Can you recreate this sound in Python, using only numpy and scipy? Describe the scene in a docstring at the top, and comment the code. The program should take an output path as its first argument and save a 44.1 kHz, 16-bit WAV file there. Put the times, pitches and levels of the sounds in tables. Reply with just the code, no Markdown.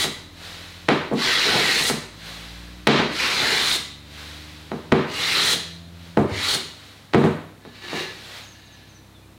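"""Hand planing in a bare workshop

A metal plane is set down, pushed along a board, lifted and swung back: five strokes, the first already under way.
Fibres snap, the blade rasps, the shaving hisses; landings boom through the bench and duck a limiter.
At last the plane is put aside and the board slid off. Outside, a vehicle gathers speed and a bird twitters."""
import sys
import numpy as np
from scipy import signal
from scipy.fft import rfft, irfft
from scipy.io import wavfile

SR = 44100
rng = np.random.default_rng(int(sys.argv[2]) if len(sys.argv) > 2 else 0)


def dump(signal):
    """Clip the signal to [-1, 1] and save it as 16-bit WAV at the path in sys.argv[1]."""
    limited = np.clip(np.atleast_2d(signal).T, -1, 1)
    pcm = np.round(limited * 32767).astype(np.int16)
    wavfile.write(sys.argv[1], SR, pcm)


N = 413640
TIME = np.arange(N) / SR

# plane strokes: start/s, end/s, run-up/s, cut/dB, final rasp/dB, rasp growth/dB, shaving/dB,
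# mid-board rumble boost/dB, drop off the end/dB
STROKES = [(-0.5, 0.041, 0.17, -24, -21.5, -4, -31.5, 0, -11),
           (1.133, 1.896, 0.13, -23, -24.5, -3, -30.5, 12, -6.5),
           (3.053, 3.753, 0.2, -23.5, -22.5, 5.5, -32.5, 6, -25.5),
           (5.037, 5.531, 0.21, -24, -18, 15, -29.5, -2, -18),
           (6.239, 6.549, 0.27, -24.5, -21, 9, -32, -30, -16.5)]
# plane or board hits the bench: t/s, relative clack/dB, contact sharpness/Hz, relative boom/dB
KNOCKS = [(0.8846, 5, 2270, 3.5), (1.111, -8, 600, -3.5), (1.129, -3, 554, -7), (2.87, 12.5, 3300, 10),
          (2.989, -5, 600, -2.5), (4.714, -9.5, 1120, -10), (4.919, 4.5, 1890, 9), (6.170, 6.5, 794, 2.5),
          (7.133, -8.5, 2980, -1), (7.143, 7, 1510, 11), (7.178, 0.5, 600, 0.5), (7.237, -4.5, 1230, 3.5),
          (7.648, -26, 1500, -22.5), (7.928, -10.5, 910, -13.5)]
# spectra of cut wood, shaving hiss and board rumble: f/Hz, density/dB
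CUT = [(500, -43), (900, -9), (1250, -3), (1600, -3), (2000, 1.5), (2400, -2), (2800, -1.5), (3300, -13.5),
       (4500, -8), (16000, -32.5)]
SHAVING = [(2500, -19.5), (4500, -6.5), (7000, -1.5), (9000, -4.5), (11000, -9.5), (12700, -14),
           (15700, -17)]
BOARD = [(50, -33), (120, -2), (320, -1), (420, 6.5), (560, -6), (750, -0.5), (1000, -6.5), (1800, -33),
         (5000, -36)]


def from_db(db):
    """Decibels to gain."""
    return 10 ** (np.asarray(db) / 20)


def unit_rms(x):
    """Scale to rms 1."""
    return x / np.sqrt(np.mean(x ** 2) + 1e-20)


def at_hz(points, hz):
    """Interpolate a table over log frequency."""
    freqs, values = np.transpose(points)
    return np.interp(np.log(np.maximum(hz, 1)), np.log(freqs), values)


def coloured(x, spectrum):
    """Give a steady excitation a spectrum; rms 1."""
    gain = from_db(at_hz(spectrum, np.fft.rfftfreq(N, 1 / SR)))
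    return unit_rms(irfft(rfft(x) * gain, N))


def drift(rate_hz):
    """Low-passed random wander; rms 1."""
    rolloff = 1 + (np.fft.rfftfreq(N, 1 / SR) / rate_hz) ** 2
    return unit_rms(irfft(rfft(rng.standard_normal(N)) / rolloff, N))


def swell(peak_s, rise_s, fade_db_per_s):
    """Gain of a movement that speeds up to a peak, then dies away."""
    t = TIME - peak_s
    return np.clip(1 + t / rise_s, 0, 1) ** 2 * from_db(-fade_db_per_s * np.maximum(t, 0))


def resonance(x, hz, width_hz):
    """Two-pole band-pass, peak gain 1."""
    r = np.exp(-np.pi * width_hz / SR)
    poles = [1, -2 * r * np.cos(2 * np.pi * hz / SR), r * r]
    return signal.lfilter((1 - r * r) / 2 * np.array([1, 0, -1]), poles, x + 1e-18)


def ring(x, hz, t60_s):
    """Damped mode: a unit click starts a sine of height 1."""
    r, w = np.exp(-np.log(1000) / (t60_s * SR)), 2 * np.pi * hz / SR
    return signal.lfilter([0, np.sin(w)], [1, -2 * r * np.cos(w), r * r], x + 1e-18)


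def body(x, modes):
    """A solid body lifts a few narrow bands; rms 1."""
    return unit_rms(x + sum(from_db(db) * resonance(x, hz, width) for hz, width, db in modes))


def fibres(per_s, spread_db, judder_db, judder_hz):
    """Tiny, uneven snaps of wood fibres, modulated by contact judder; rms 1."""
    sizes = from_db(spread_db * np.minimum(rng.exponential(1, N), 5)) * rng.choice([-1, 1], N)
    snaps = sizes * (rng.random(N) < per_s / SR)
    return unit_rms(snaps * from_db(judder_db * drift(judder_hz)))


def travelling(x, depth_db, width_hz, hold_s, size=1024):
    """A contact moving along the board briefly favours ever other bands; rms 1."""
    spectra = signal.stft(x, nperseg=size)[2]
    field = rng.standard_normal(spectra.shape)
    for axis, span in enumerate([width_hz * size / SR, hold_s * SR * 2 / size]):
        pole = np.exp(-1 / span)
        field = signal.filtfilt([1 - pole], [1, -pole], field, axis=axis, padtype="even")
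    field = np.clip(field / np.std(field[size // 16:-size // 16]), -2, 2)
    return unit_rms(signal.istft(spectra * from_db(depth_db * field), nperseg=size)[1][:N])


def workshop(x, wet_db, build_s=0.0009):
    """Direct sound plus a diffuse tail that decays band by band; power is kept."""
    # reverberation: f/Hz, t60/s
    decay = [(80, 1), (250, 0.7), (600, 0.54), (1500, 0.6), (4000, 0.66), (6500, 0.58), (16000, 0.36)]
    t, tail = TIME[:SR], 0
    edges_hz = np.geomspace(40, 18000, 15)
    for low, high in zip(edges_hz, edges_hz[1:]):
        bandpass = signal.butter(2, [low, high], "band", fs=SR, output="sos")
        band = signal.sosfilt(bandpass, rng.standard_normal(SR))
        t60_s = at_hz(decay, np.sqrt(low * high))
        envelope = (1 - np.exp(-t / build_s)) * np.exp(-np.log(1000) * t / t60_s)
        tail = tail + unit_rms(band * envelope) * np.sqrt(high - low)
    reverb = signal.fftconvolve(x, unit_rms(tail) / np.sqrt(SR))[:N]
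    wet = from_db(wet_db)
    return (x + wet * reverb) / np.sqrt(1 + wet ** 2)


def background(air_db=-51.5, hum_hz=99.0, hum_db=-51.0):
    """Dull outdoor rumble and faint mains hum."""
    # outdoor air: f/Hz, density/dB
    spectrum = [(20, -17), (45, -14), (75, -10), (130, -4.5), (280, -6.5), (400, -12), (1000, -15),
                (3300, -22), (4000, -19), (4700, -26), (15700, -33)]
    air = coloured(rng.standard_normal(N), spectrum)
    return from_db(air_db) * air + from_db(hum_db) * np.sin(2 * np.pi * hum_hz * TIME)


def bird(chirp_s=0.0456, fall_share=0.133):
    """Thin, wavering, falling whistles."""
    # calls: t/s, start f/Hz, level/dB
    chirps = [(8.425, 6900, -48), (8.465, 6950, -47), (8.505, 6730, -50), (8.645, 6900, -56),
              (8.715, 6650, -52), (8.881, 6700, -54), (8.94, 6500, -51), (9.14, 3750, -51),
              (9.215, 2600, -58)]
    out, waver = np.zeros(N), 1 + 0.018 * drift(150)
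    for s, start_hz, db in chirps:
        at, n = int(s * SR), int(chirp_s * SR)
        hz = start_hz * np.linspace(1, 1 - fall_share, n) * waver[at:at + n]
        out[at:at + n] += from_db(db) * np.sqrt(np.hanning(n)) * np.sin(2 * np.pi * np.cumsum(hz) / SR)
    return workshop(out, wet_db=-5.0)


def vehicle(harmonics=8, upper_db=3.0):
    """A far engine drones; harmonics 1 and 2 swell as they cross resonances of door and room."""
    # engine speeds up, then eases off: t/s, firing rate/Hz, base level/dB
    engine = [(0, 41.7, -52.5), (.9, 43.4, -56), (2.55, 58, -50.5), (4.2, 74, -49.5), (6.0, 85.5, -49.5),
              (6.85, 72.8, -61), (7.7, 63, -62), (9.38, 64.7, -55)]
    # door and room resonances: f/Hz, width/Hz, boost/dB
    modes = [(58.7, 6.3, 11), (74.7, 3.7, 7), (87.3, 5.5, 11.5), (166.7, 14, 8.5)]
    # upper harmonics through the door: f/Hz, relative level/dB
    door = [(125, -27), (167, 2.5), (200, -9), (255, -11.5), (300, -3), (400, -22.5), (700, -17)]
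    times, rates, levels = np.transpose(engine)
    firing_hz = np.interp(TIME, times, rates)
    phase = 2 * np.pi * np.cumsum(firing_hz * (1 + 0.0018 * drift(6.9))) / SR
    drone = 0
    for k in range(1, harmonics + 1):
        if k <= 2:
            gain_db = sum(db / (1 + (2 * (k * firing_hz - hz) / width) ** 2) for hz, width, db in modes)
        else:
            gain_db = upper_db + at_hz(door, k * firing_hz) + 2 * drift(1.6)
        drone = drone + from_db(gain_db) * np.sin(k * phase)
    return from_db(np.interp(TIME, times, levels)) * drone


def clothes():
    """Cloth brushes on cloth as the arms swing back."""
    # arm swings: peak/s, rise/s, level/dB, fade/(dB/s)
    swishes = [(0.46, 0.21, -37, 22), (2.28, 0.21, -36.5, 24), (4.21, 0.28, -38.5, 19),
               (6.06, 0.29, -47.5, 42), (6.87, 0.45, -46, 43), (8.38, 0.75, -38, 95)]
    # cloth friction: f/Hz, density/dB
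    spectrum = [(150, -19), (500, -3.5), (900, -6), (1800, -1.5), (2800, -3), (4000, 0.5), (5000, -7.5),
                (7000, -14), (10000, -19), (15700, -26)]
    gain = sum(from_db(db) * swell(s, rise, fade) for s, rise, db, fade in swishes)
    return workshop(gain * coloured(rng.standard_normal(N), spectrum), wet_db=-13.0)


def sliding_board(scrape_db=-26.5, rumble_db=-32, free_ring_db=15):
    """The board is dragged ever faster off the bench, then shifts in the hands, ringing more freely."""
    # loose board: f/Hz, width/Hz, boost/dB
    modes = [(370, 19, 5), (1726, 20, 10), (1900, 62, -4), (2430, 110, -14), (3720, 570, 10.5)]
    # pulls through the hands: peak/s, level/dB
    pulls = [(7.68, -50), (8.59, -47), (8.77, -55)]
    rub = fibres(per_s=6700, spread_db=2.5, judder_db=2.0, judder_hz=22)
    scrape, rumble = coloured(rub, CUT), coloured(rub, BOARD)
    on_bench = from_db(scrape_db) * body(scrape, modes) + from_db(rumble_db) * body(rumble, modes)
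    in_hands = body(scrape, [(hz, width, db + free_ring_db) for hz, width, db in modes])
    drag = swell(peak_s=8.005, rise_s=0.31, fade_db_per_s=296)
    pull = sum(from_db(db) * swell(s, rise_s=0.13, fade_db_per_s=62) for s, db in pulls)
    return workshop(drag * on_bench + pull * in_hands, wet_db=-0.5)


def bench_frame(highpass_hz=70):
    """Legs and frame thud under the worker's weight."""
    # heavy pushes: t/s, level/dB
    thuds = [(4.93, -33), (6.185, -25.5), (6.312, -25.5), (7.151, -27), (7.242, -29)]
    # frame: f/Hz, level/dB, t60/s
    modes = [(83.8, -4, 0.65), (98, 4, 0.36)]
    pushes, push_samples = np.zeros(N), SR // 400
    for s, db in thuds:
        pushes[int(s * SR):][:push_samples] = from_db(db) / push_samples
    thud = sum(from_db(db) * ring(pushes, hz, t60) for hz, db, t60 in modes)
    return signal.sosfilt(signal.butter(4, highpass_hz, "high", fs=SR, output="sos"), thud)


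def chips(base_db=-53, clack_share=0.66, lag_s=0.0032):
    """Each knock crushes loose chips: a brief, faint crunch."""
    gain = sum(from_db(base_db + clack_share * db) * swell(s + lag_s, rise_s=0.0056, fade_db_per_s=114)
               for s, db, _, _ in KNOCKS)
    crunch = fibres(per_s=9000, spread_db=4.0, judder_db=1.0, judder_hz=52)
    return workshop(gain * coloured(crunch, SHAVING), wet_db=-11.0)


def blows(drop_clack_db=-1, drop_sharp_hz=2200, rock_s=0.024, rock_clack_db=-23, rock_boom_db=-7.0):
    """Knocks and drops off the board's end; each rocks back once, softer and duller. Rows as KNOCKS."""
    drops = [(end, db + drop_clack_db, drop_sharp_hz, db) for _, end, *_, db in STROKES]
    first = list(KNOCKS) + drops
    rocks = [(s + rock_s, clack + rock_clack_db, 0.81 * sharp_hz, boom + rock_boom_db)
             for s, clack, sharp_hz, boom in first]
    return first + rocks


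def knocks(heel_lag_s=0.0032, toe_db=-16.5, scatter_s=0.0119, clack_db=24.5, boom_db=-19.5):
    """Toe lands, then heel: a clack as sharp as the contact, and a push that sets the bench booming."""
    # bench: f/Hz, level/dB, t60/s
    bench_modes = [(142.8, -3.5, 0.37), (161.3, -7, 0.56), (210.1, 0, 0.26), (237.4, -2.5, 0.35),
                   (267.4, -5, 0.3), (301.3, -2, 0.14), (330, -15, 0.62), (378.6, 0, 0.24), (418, -1, 0.12),
                   (466.8, -3, 0.2), (659, -1.5, 0.037), (836, -4.5, 0.069), (1110, -7, 0.059)]
    # iron sole on wood: f/Hz, width/Hz, level/dB
    clack_modes = [(358, 287, 5), (950, 540, 3.5), (1670, 2180, -0.5), (3260, 150, 3.5), (3860, 580, -2),
                   (8400, 26000, -37)]
    hits, count = blows(), len(bench_modes)
    contacts, pushes = np.zeros(N), np.zeros((count, N))
    touch = np.zeros(SR // 20)
    touch[0], touch[int(heel_lag_s * SR)] = from_db(toe_db), 1
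    jitters_db = 0.61 * rng.standard_normal((len(hits), count))
    for (s, contact_db, sharp_hz, push_db), jitter_db in zip(hits, jitters_db):
        at = int(s * SR)
        softened = signal.lfilter(*signal.butter(2, sharp_hz, fs=SR), touch)
        contacts[at:at + len(touch)] += from_db(contact_db) * softened
        # bending waves reach the modes a few ms apart
        arrivals = at + (SR * (heel_lag_s + scatter_s * rng.random(count))).astype(int)
        pushes[np.arange(count), arrivals] = from_db(push_db + jitter_db) * rng.choice([-1, 1], count)
    clack = sum((-1) ** k * from_db(db) * resonance(contacts, hz, width)
                for k, (hz, width, db) in enumerate(clack_modes))
    boom = sum(from_db(db) * ring(push, hz, t60) for push, (hz, db, t60) in zip(pushes, bench_modes))
    sound = from_db(clack_db) * workshop(clack, wet_db=-0.4) + from_db(boom_db) * boom
    # an open bench radiates little deep bass
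    return signal.sosfilt(signal.butter(2, 94.0, "high", fs=SR, output="sos"), sound)


def stroke_gains(run_off_s=0.17, lift_s=0.045, shaving_growth_db=20, rumble_db=-35.5):
    """Gains of cut, rasp, shaving and rumble: all follow speed; hiss grows as the shaving lengthens."""
    gains = np.zeros((4, N))
    for start, end, run_up, cut_db, rasp_db, growth_db, shaving_db, middle_db, _ in STROKES:
        during = (TIME > start) & (TIME < end + lift_s)
        t = TIME[during]
        speed = np.sin(np.pi / 2 * np.minimum((t - start) / run_up, 1)) ** 2
        contact = np.minimum(1 - (t - end) / lift_s, 1) ** 2
        along = np.minimum((t - start) / (end - start), 1)
        mid_board = np.exp(-((along - 0.55) / 0.13) ** 2)
        # toe overhangs the end: the cut thins, the shaving tears free
        run_off = np.clip(1 + (t - end) / run_off_s, 0, 1)
        gains[:, during] += speed * contact * from_db([
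            cut_db - 5.5 * run_off,
            rasp_db - growth_db * (1 - along),
            shaving_db - shaving_growth_db * (1 - along) + 5 * run_off,
            rumble_db + middle_db * mid_board])
    return gains


def planing():
    """The blade breaks fibres and rasps, the shaving hisses from the mouth, the board rumbles."""
    # plane body and blade: f/Hz, width/Hz, boost/dB
    plane_modes = [(9230, 71, 0), (13700, 170, -3)]
    # blade rasp: f/Hz, density/dB
    rasp_spectrum = [(2200, -16.5), (3100, -3), (3600, 0), (4100, 1.5), (4600, -5.5), (5300, -12.5),
                     (6500, -22), (10000, -40), (16000, -58)]
    cut_gain, rasp_gain, shaving_gain, rumble_gain = stroke_gains()
    snaps = fibres(per_s=14000, spread_db=2.5, judder_db=1.2, judder_hz=90)
    chatter = fibres(per_s=16000, spread_db=2.0, judder_db=1.2, judder_hz=90)
    tearing = fibres(per_s=14000, spread_db=0.5, judder_db=1.5, judder_hz=110)
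    rubbing = fibres(per_s=3000, spread_db=1.0, judder_db=2.5, judder_hz=14)
    cut = travelling(coloured(snaps, CUT), depth_db=2.8, width_hz=70, hold_s=0.02)
    rasp = travelling(coloured(chatter, rasp_spectrum), depth_db=2.3, width_hz=60, hold_s=0.015)
    hiss = coloured(tearing, SHAVING)
    wood = cut_gain * cut + rumble_gain * coloured(rubbing, BOARD)
    iron = rasp_gain * body(rasp, plane_modes) + shaving_gain * body(hiss, plane_modes)
    return workshop(wood, wet_db=-4.5) + workshop(iron, wet_db=-5.5)


def scene():
    """Mono mix on both channels."""
    work = planing() + knocks() + chips() + bench_frame() + sliding_board() + clothes()
    mix = work + vehicle() + bird() + background()
    return np.array([mix, mix])


def record(dry, threshold_db=-12.0, release_db_per_s=96.0, ceiling=0.72, cutoff_hz=15750):
    """A limiter ducks on loud knocks and recovers; soft clip, then low-pass."""
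    window_s, attack_s, lookahead_s = 0.0098, 0.00065, 0.00063

    def smooth(x, tau_s):
        pole = np.exp(-1 / (tau_s * SR))
        return signal.lfilter([1 - pole], [1, -pole], x)

    level_db = 10 * np.log10(smooth(np.mean(dry ** 2, axis=0), window_s) + 1e-12)
    excess_db = np.maximum(level_db - threshold_db, 0)
    release_db = release_db_per_s * TIME
    duck_db = smooth(np.maximum.accumulate(excess_db + release_db) - release_db, attack_s)
    limited = dry * from_db(-np.interp(TIME + lookahead_s, TIME, duck_db))
    rounded = ceiling * np.tanh(limited / ceiling)
    return signal.sosfilt(signal.ellip(10, 0.1, 80, cutoff_hz, fs=SR, output="sos"), rounded)


dry = scene()
out = record(dry)
dump(out)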